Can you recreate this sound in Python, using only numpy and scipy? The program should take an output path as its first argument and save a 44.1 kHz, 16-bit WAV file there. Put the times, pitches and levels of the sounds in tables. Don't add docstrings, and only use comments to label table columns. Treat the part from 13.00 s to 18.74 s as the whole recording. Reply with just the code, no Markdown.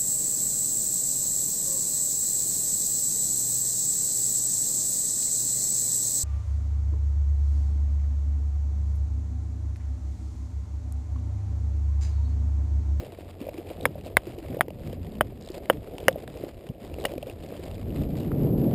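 import sys
import numpy as np
from scipy import signal
from scipy.fft import rfft, irfft, next_fast_len
from scipy.io import wavfile
from scipy.ndimage import map_coordinates

SR = 44100
rng = np.random.default_rng(int(sys.argv[2]) if len(sys.argv) > 2 else 0)


def nominal_scale(level):
    x = np.asarray(level, float) / 20
    return 10 ** x


def wav_record(signal):
    frames = np.transpose(np.atleast_2d(signal))
    bounded = np.clip(frames, -1, 1)
    quanta = np.round(bounded * 32767).astype(np.int16)
    wavfile.write(sys.argv[1], SR, quanta)


N = 253134

# (time [s], level [dB])
WIND_STRENGTH = [(0.0, -51), (0.14, -55.5), (0.7, -55), (1.01, -44.5), (1.12, -58), (1.32, -51.5),
                 (2.01, -43.5), (2.21, -40.5), (2.48, -53.5), (3.29, -47.5), (3.45, -56.5), (3.68, -55),
                 (3.97, -48), (4.36, -51.5), (4.87, -42), (5.07, -35), (5.45, -28), (5.74, -26.5)]
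# (start [s], length [s], gap [ms], slip level [dB], pitch [Hz])
STRAP_RUNS = [(0.0, 0.064, 15, -43, 3150), (0.403, .09, 11.5, -41, 2660), (0.531, 0.066, 17, -57, 2280),
              (0.667, 0.068, 33, -43.5, 2400), (0.809, 0.05, 20, -39, 2930), (1.048, 0.035, 6.1, -40, 3340),
              (1.273, .13, 30, -54, 2380), (1.425, 0.21, 18.5, -40.5, 2130), (1.803, 0.14, 22, -47.5, 2800),
              (2.019, 0.07, 30, -51, 3500), (2.114, .07, 35, -40, 2800), (2.41, 0.174, 12, -39, 4660),
              (2.919, 0.11, 16, -50.5, 3100), (3.185, 0.057, 22, -64, 2600), (3.349, 0.14, 21, -49, 2270),
              (3.803, 0.066, 18, -48, 2170), (3.999, .045, 9.7, -36, 3820), (4.09, 0.034, 22, -40, 2610),
              (4.271, 0.055, 17, -41, 2740), (4.438, 0.32, 24, -41.5, 2800), (4.942, .11, 31, -50, 2300),
              (5.169, 0.085, 14.7, -40, 3370), (5.658, .08, 27, -54, 1920)]


def unit(x):
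    return x / np.sqrt(np.mean(x ** 2) + 1e-20)


def along(points, hz):
    f, v = np.transpose(points)
    return np.interp(np.log(hz + 1), np.log(f + 1), v)


def curve(rows):
    s, value = np.transpose(rows)
    return np.interp(np.arange(N) / SR, s, value)


def wobble(rate):
    knots = rng.standard_normal(int(N * rate / SR) + 4)
    return map_coordinates(knots, [np.arange(N) * rate / SR])


def swell(start, end, edge):
    t = np.arange(N) / SR
    inside = np.clip(np.minimum(t - start, end - t) / edge + 1, 0, 1)
    return np.sin(np.pi / 2 * inside) ** 2


def filtered(x, response):
    n = x.shape[-1]
    m = next_fast_len(n + SR // 2)
    return irfft(rfft(x, m) * response(np.fft.rfftfreq(m, 1 / SR)), m)[..., :n]


def below(hz, corner_hz):
    return 1 / (1 + (hz / corner_hz) ** 4)


def grains(spectrum, rate, life_s, spread_db, air):
    sizes = (rng.random(N) < rate / SR) * nominal_scale(spread_db * rng.exponential(size=N))
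    bursts = signal.lfilter([1], [1, -np.exp(-1 / (life_s * SR))], sizes)
    x = (air + unit(bursts)) * rng.standard_normal(N)
    return unit(filtered(x, lambda hz: nominal_scale(along(spectrum, hz))))


def add(x, s, db, hz, t60, rise):
    i = int(s * SR)
    t = np.clip(np.arange(i, min(N, i + SR // 8)) / SR - s, 0, None)
    envelope = nominal_scale(db - 60 * t / t60) * (1 - np.exp(-t / rise))
    x[i:i + len(t)] -= envelope * np.sin(2 * np.pi * hz * t)


def wind():
    # (frequency [Hz], level [dB per Hz])
    buffet_colour = [(12, -27.5), (20, -11.5), (96, 0), (131, 1.5), (169, -1.5), (270, -5), (576, -20),
                     (1030, -41.5), (1500, -50.5), (1950, -60.5), (3300, -120)]
    # (time [s], lift [dB], half length [s])
    jerks = [(0.426, 4, 0.066), (0.861, 12.5, 0.1), (1.31, 8.5, 0.075), (1.534, 13, 0.074),
             (1.867, 6.5, 0.07), (2.745, 13, 0.094), (3.11, 7, 0.086), (3.442, 13, 0.092),
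             (3.704, 21.5, 0.022), (4.448, 9.5, 0.038), (2.12, 3, .08), (2.406, 2.5, 0.094),
             (4.894, 7, 0.048), (4.992, 6, 0.12), (5.36, 1.5, 0.043), (5.63, 1.5, 0.04)]
    # (time [s], lift [dB], half length [s])
    eddies = [(.29, 1, .1), (0.782, 5, 0.18), (1.173, 10, 0.089), (1.483, 7, 0.067), (1.842, 4.5, 0.16),
              (1.99, 5, 0.09), (2.279, 5, .08), (2.8, 8, .08), (3.06, 6, 0.083), (3.56, 9, 0.043),
              (3.934, 7, .12), (4.4, 5.5, 0.13), (4.74, 4, 0.12), (4.993, 9.5, 0.24)]
    gust_db = curve(WIND_STRENGTH) + 46
    jerk_db = sum(db * swell(s, s, half) for s, db, half in jerks)
    eddy_db = sum(db * swell(s, s, half) for s, db, half in eddies)
    noise = filtered(rng.standard_normal((2, N)), lambda hz: nominal_scale(along(buffet_colour, hz)))

    rumble = unit(filtered(noise[0], lambda hz: below(hz, 85)))
    deep = nominal_scale(-47.5 + 0.56 * gust_db + eddy_db) * rumble

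    buffet = filtered(noise[1], lambda hz: 1 - below(hz, 95))
    flutter = nominal_scale(0.98 * wobble(13) + 0.67 * wobble(60))
    buffet = unit(flutter * buffet)
    lower = filtered(buffet, lambda hz: below(hz, 280))
    upper = nominal_scale(-1 + 0.214 * gust_db) * (buffet - lower)
    return deep + nominal_scale(-45.5 + gust_db + jerk_db) * (lower + upper)


def engine():
    # (time [s], level [dB])
    drone_level = [(0.0, -51), (0.21, -45), (1.13, -41), (1.36, -55), (2.03, -39.5), (2.46, -57.5),
                   (2.76, -53), (3.42, -68), (4.75, -43), (5.0, -40), (5.53, -39), (5.74, -60)]
    pitch_hz = 92 + 2.52 * wobble(6.5)
    level_db = curve(drone_level) + 1.5 * wobble(14)
    return nominal_scale(level_db - 3.5) * np.sin(2 * np.pi * np.cumsum(pitch_hz) / SR)


def creak():
    # (time [s], level [dB])
    strap_strain = [(0.0, -58.5), (0.35, -61), (0.64, -59), (1.52, -60.5), (1.61, -68.5), (1.85, -60.5),
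                    (1.97, -64.5), (2.43, -64.5), (2.59, -59.5), (2.75, -57.5), (3.23, -59.5),
                    (3.55, -60.5), (4.16, -58), (4.33, -61), (4.89, -59.5), (5.08, -58.5), (5.42, -59),
                    (5.74, -60.5)]
    # (frequency [Hz], level [dB per Hz])
    shell_colour = [(100, -46), (220, -6), (320, 4), (550, 3), (720, -2), (950, -22), (1500, -35.5)]
    # (frequency [Hz], level [dB per Hz])
    rustle_colour = [(530, -1.5), (900, -6), (1510, -13), (1710, -11), (2510, -9.5), (2730, -10),
                     (4330, -14.5), (4920, -9), (6000, -18), (7800, -50), (13200, -120)]
    drag = sum(swell(s, s + length, 0.013) for s, length, *_ in STRAP_RUNS)
    strain_db = curve(strap_strain) + 60 + 4.5 * drag
    by_straps = nominal_scale(-48.5 + 0.94 * strain_db)
    by_wind = nominal_scale(curve(WIND_STRENGTH) - 12)
    shell = np.hypot(by_straps, by_wind) * nominal_scale(1.2 * wobble(30))
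    shell *= grains(shell_colour, rate=220, life_s=.003, spread_db=2.5, air=.6)
    rustle = nominal_scale(-55.5 + strain_db + 2 * wobble(20))
    rustle *= grains(rustle_colour, rate=170, life_s=.001, spread_db=2.4, air=1.1)
    return shell + rustle


def slip_runs():
    uneven, scatter_db, pitch_spread = 0.11, 3.5, 0.25
    slowing = 0.027
    rows = []
    for start, length, gap_ms, db, hz in STRAP_RUNS:
        late, size, pitch = rng.standard_normal((3, 16))
        k = np.arange(len(late))
        times = start + gap_ms / 1000 * (k + slowing * k * k / 2 + uneven * np.abs(late))
        slips = zip(times, db + scatter_db * size, hz * np.exp(pitch_spread * pitch))
        rows += [slip for slip in slips if slip[0] < start + length]
    return rows


def strap_slips():
    # (time [s], peak level [dB], pitch [Hz])
    ticks = [(0.0565, -51, 2740), (0.148, -42, 2300), (0.5413, -34.5, 2240), (0.5813, -36, 2610),
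             (0.7934, -45, 2690), (1.0106, -37, 2750), (1.3204, -41, 2240), (1.3862, -35.5, 2820),
             (1.6829, -36, 2080), (1.7045, -36, 2750), (1.8734, -35, 2300), (1.9285, -35.5, 3050),
             (2.5435, -34, 2640), (2.6569, -34, 2060), (2.7337, -37, 2100), (2.8733, -41, 1380),
             (2.9824, -27, 2670), (3.0024, -35, 3320), (3.1276, -35.5, 3350), (3.277, -30, 1700),
             (3.3727, -37, 2500), (3.689, -35, 2940), (3.9407, -33.5, 2720), (3.9863, -36, 2200),
             (4.1368, -33, 2670), (4.1796, -31.5, 2430), (4.2274, -30, 2810), (4.2977, -29.5, 2650),
             (4.9048, -39, 2700), (5.2045, -34.5, 2880)]
    # (time [s], peak level [dB], pitch [Hz])
    brush = [
        (4.0404, -35, 3000),
        (4.0530, -20, 5000),
        (4.0545, -24, 3600),
        (4.0614, -30, 2880),
        (4.0674, -34, 3100),
    ]
    # (frequency [Hz], level [dB per Hz])
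    slip_colour = [(900, -0.5), (1600, -24), (2500, -2.5), (4000, -1), (5500, 6), (7000, -5.5)]
    rings, t = np.zeros(N), np.arange(SR // 50) / SR
    bursts = np.zeros((2, N + SR))
    for s, db, hz in [*ticks, *brush, *slip_runs()]:
        add(rings, s, db + 1.0, hz, .007, rise=0.00042)
        bright = np.clip((hz - 1400) / 2600, 0, 1)
        burst = nominal_scale(db - 60 * t / 0.011) * (1 - np.exp(-t / 0.00046))
        bursts[:, int(s * SR):][:, :len(t)] += np.sqrt([[1 - bright], [bright]]) * burst
    rings += bursts[0, :N] * 0

    def two_colours(hz):
        dull = below(hz, 3000)
        return nominal_scale(along(slip_colour, hz)) * [dull, 1 - dull]

    scrape = filtered(rng.standard_normal((2, N)), two_colours)
    return rings + bursts[0, :N] * unit(scrape[0]) + bursts[1, :N] * unit(scrape[1])


def thuds(rows, lift_db, t60, rise):
    x = np.zeros(N)
    for s, db, hz in rows:
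        add(x, s, db + lift_db, hz, t60, rise)
    return filtered(x, lambda hz: below(hz, 1100))


def hooves():
    # (time [s], peak level [dB], pitch [Hz])
    falls = [(0.412, -29.5, 269), (0.544, -38, 335), (0.583, -29, 330), (1.273, -32, 344),
             (1.383, -34, 328), (1.425, -35, 312), (1.5, -30, 242), (1.682, -37, 358), (2.501, -30, 355),
             (3.409, -34.5, 363), (3.699, -28, 234), (3.816, -37.5, 231), (4.134, -36.5, 369),
             (4.16, -31, 316), (4.178, -38, 250), (4.296, -38, 390), (4.592, -34.5, 372)]
    return thuds(falls, 9.5, t60=0.036, rise=0.0029)


def shell_knocks():
    # (time [s], peak level [dB], pitch [Hz])
    knocks = [(0.468, -26, 554), (0.487, -23.5, 583), (0.714, -34, 670), (0.803, -34, 605),
              (0.955, -29, 597), (1.449, -34.5, 624), (1.544, -27.5, 480), (1.569, -25, 514),
              (1.593, -25.5, 655), (1.682, -26.5, 460), (1.705, -33, 610), (1.93, -28, 503),
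              (2.58, -31.5, 625), (2.916, -41, 527), (3.158, -23, 590), (3.28, -33, 600),
              (3.984, -26.5, 526), (4.096, -30, 543), (4.114, -36, 600), (4.137, -26.5, 595),
              (4.179, -25.5, 500), (4.229, -25.5, 593), (4.269, -32.5, 520), (4.553, -36, 670),
              (4.0315, -29, 520),
        (4.0420, -28.5, 520),
        (4.0640, -29, 540),
        (4.0710, -31, 520),
    ]
    return thuds(knocks, 9.0, t60=0.019, rise=0.0018)


def mallet():
    # (time [s], click level [dB], click pitch [Hz], click t60 [ms])
    taps = [
        (.8547, 9.7, 2100, 2.4),
        (1.1692, 13.5, 2030, 3.5),
        (1.6091, 11, 1920, 2.5),
        (2.2093, 7, 1530, 2.9),
        (2.6993, 9.5, 1570, 2.4),
        (3.0826, 13, 1960, 3.4),
        (4.0522, -7, 2200, 4),
    ]
    # (delay [ms], loss [dB])
    echoes = [(1.8, -5), (1.9, -7), (5.4, -14), (7.9, -22), (6.2, -14), (4.8, -19), (1.1, -2)]
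    # (level [dB], pitch [Hz], t60 [ms])
    heads = [(-13, 500, 22), (-4, 550, 8), (-13, 600, 18), (-6, 600, 21), (-3, 545, 27), (-6, 530, 45),
             (-11, 500, 40)]
    # (level [dB], pitch [Hz], t60 [ms])
    balls = [(5, 3350, 3), (10, 3600, 3), (7, 3250, 3.5), (-4, 3080, 15), (2, 3020, 9), (10, 2850, 5),
             (-9, 2910, 15)]
    # (time [s], peak level [dB], pitch [Hz])
    clacks = [(4.0506, -17.5, 1020), (4.0548, -15.5, 2030), (4.0563, -27, 2500), (5.317, -28, 1260),
              (5.3178, -40, 2120)]
    # (frequency [Hz], level [dB per Hz])
    grass = [(300, -34.5), (700, 8.5), (2000, -6.5), (3200, -1.5), (4200, -22), (5200, 1.5), (6500, -42)]
    x, scatter, t = np.zeros(N), np.zeros(N), np.arange(SR // 8) / SR
    for (s, db, hz, ms), (echo_ms, echo_db), head, ball in zip(taps, echoes, heads, balls):
        for start, loss_db in (s, 0), (s + echo_ms / 1000, echo_db):
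            add(x, start, db + loss_db, hz, ms / 1000, rise=.0002)
            add(x, start + .0006, head[0] + loss_db, head[1], head[2] / 1000, rise=.0006)
            add(x, start, ball[0] + loss_db, ball[1], ball[2] / 1000, rise=.0003)
        near = nominal_scale(db / 2 - 31 - 60 * t / .035)
        far = nominal_scale(db / 2 - 59 - 60 * t / .15)
        scatter[int(s * SR):][:len(t)] += near + far
    for s, db, hz in clacks:
        add(x, s, db + 7, hz, .006, rise=0.00029)
    contact = np.sin(np.pi * np.arange(1, 15) / 15)
    x = np.convolve(x, contact / contact.sum())[:N]
    x = filtered(x, lambda hz: 1j * hz / (170 + 1j * hz))
    return x + scatter * grains(grass, rate=900, life_s=.001, spread_db=1.5, air=2.5)


def scene():
    helmet = creak() + strap_slips() + shell_knocks()
    return (wind() + engine() + helmet + hooves() + mallet())[None]


def roll_off(x):
    return signal.sosfilt(signal.butter(12, 16540, fs=SR, output="sos"), x)


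def record(dry):
    # (frequency [Hz], level [dB])
    housing = [(20, -2.5), (60, 3), (4000, 0), (5200, -6), (5600, -10), (6000, -8.5), (7000, -56)]
    x = np.pad(dry[0], (0, 1470), "reflect")
    x = filtered(x, lambda hz: nominal_scale(along(housing, hz)))
    x = signal.resample_poly(x, 40, 147)
    x = np.clip(x, -.9, .7)
    x = signal.resample_poly(np.repeat(x, 4), 147, 160)
    x = filtered(x, lambda hz: nominal_scale(-28 * (hz > 15400) - 80 * (hz > 16600)))
    return roll_off(x[None, :N])


dry = scene()
out = record(dry)
wav_record(out)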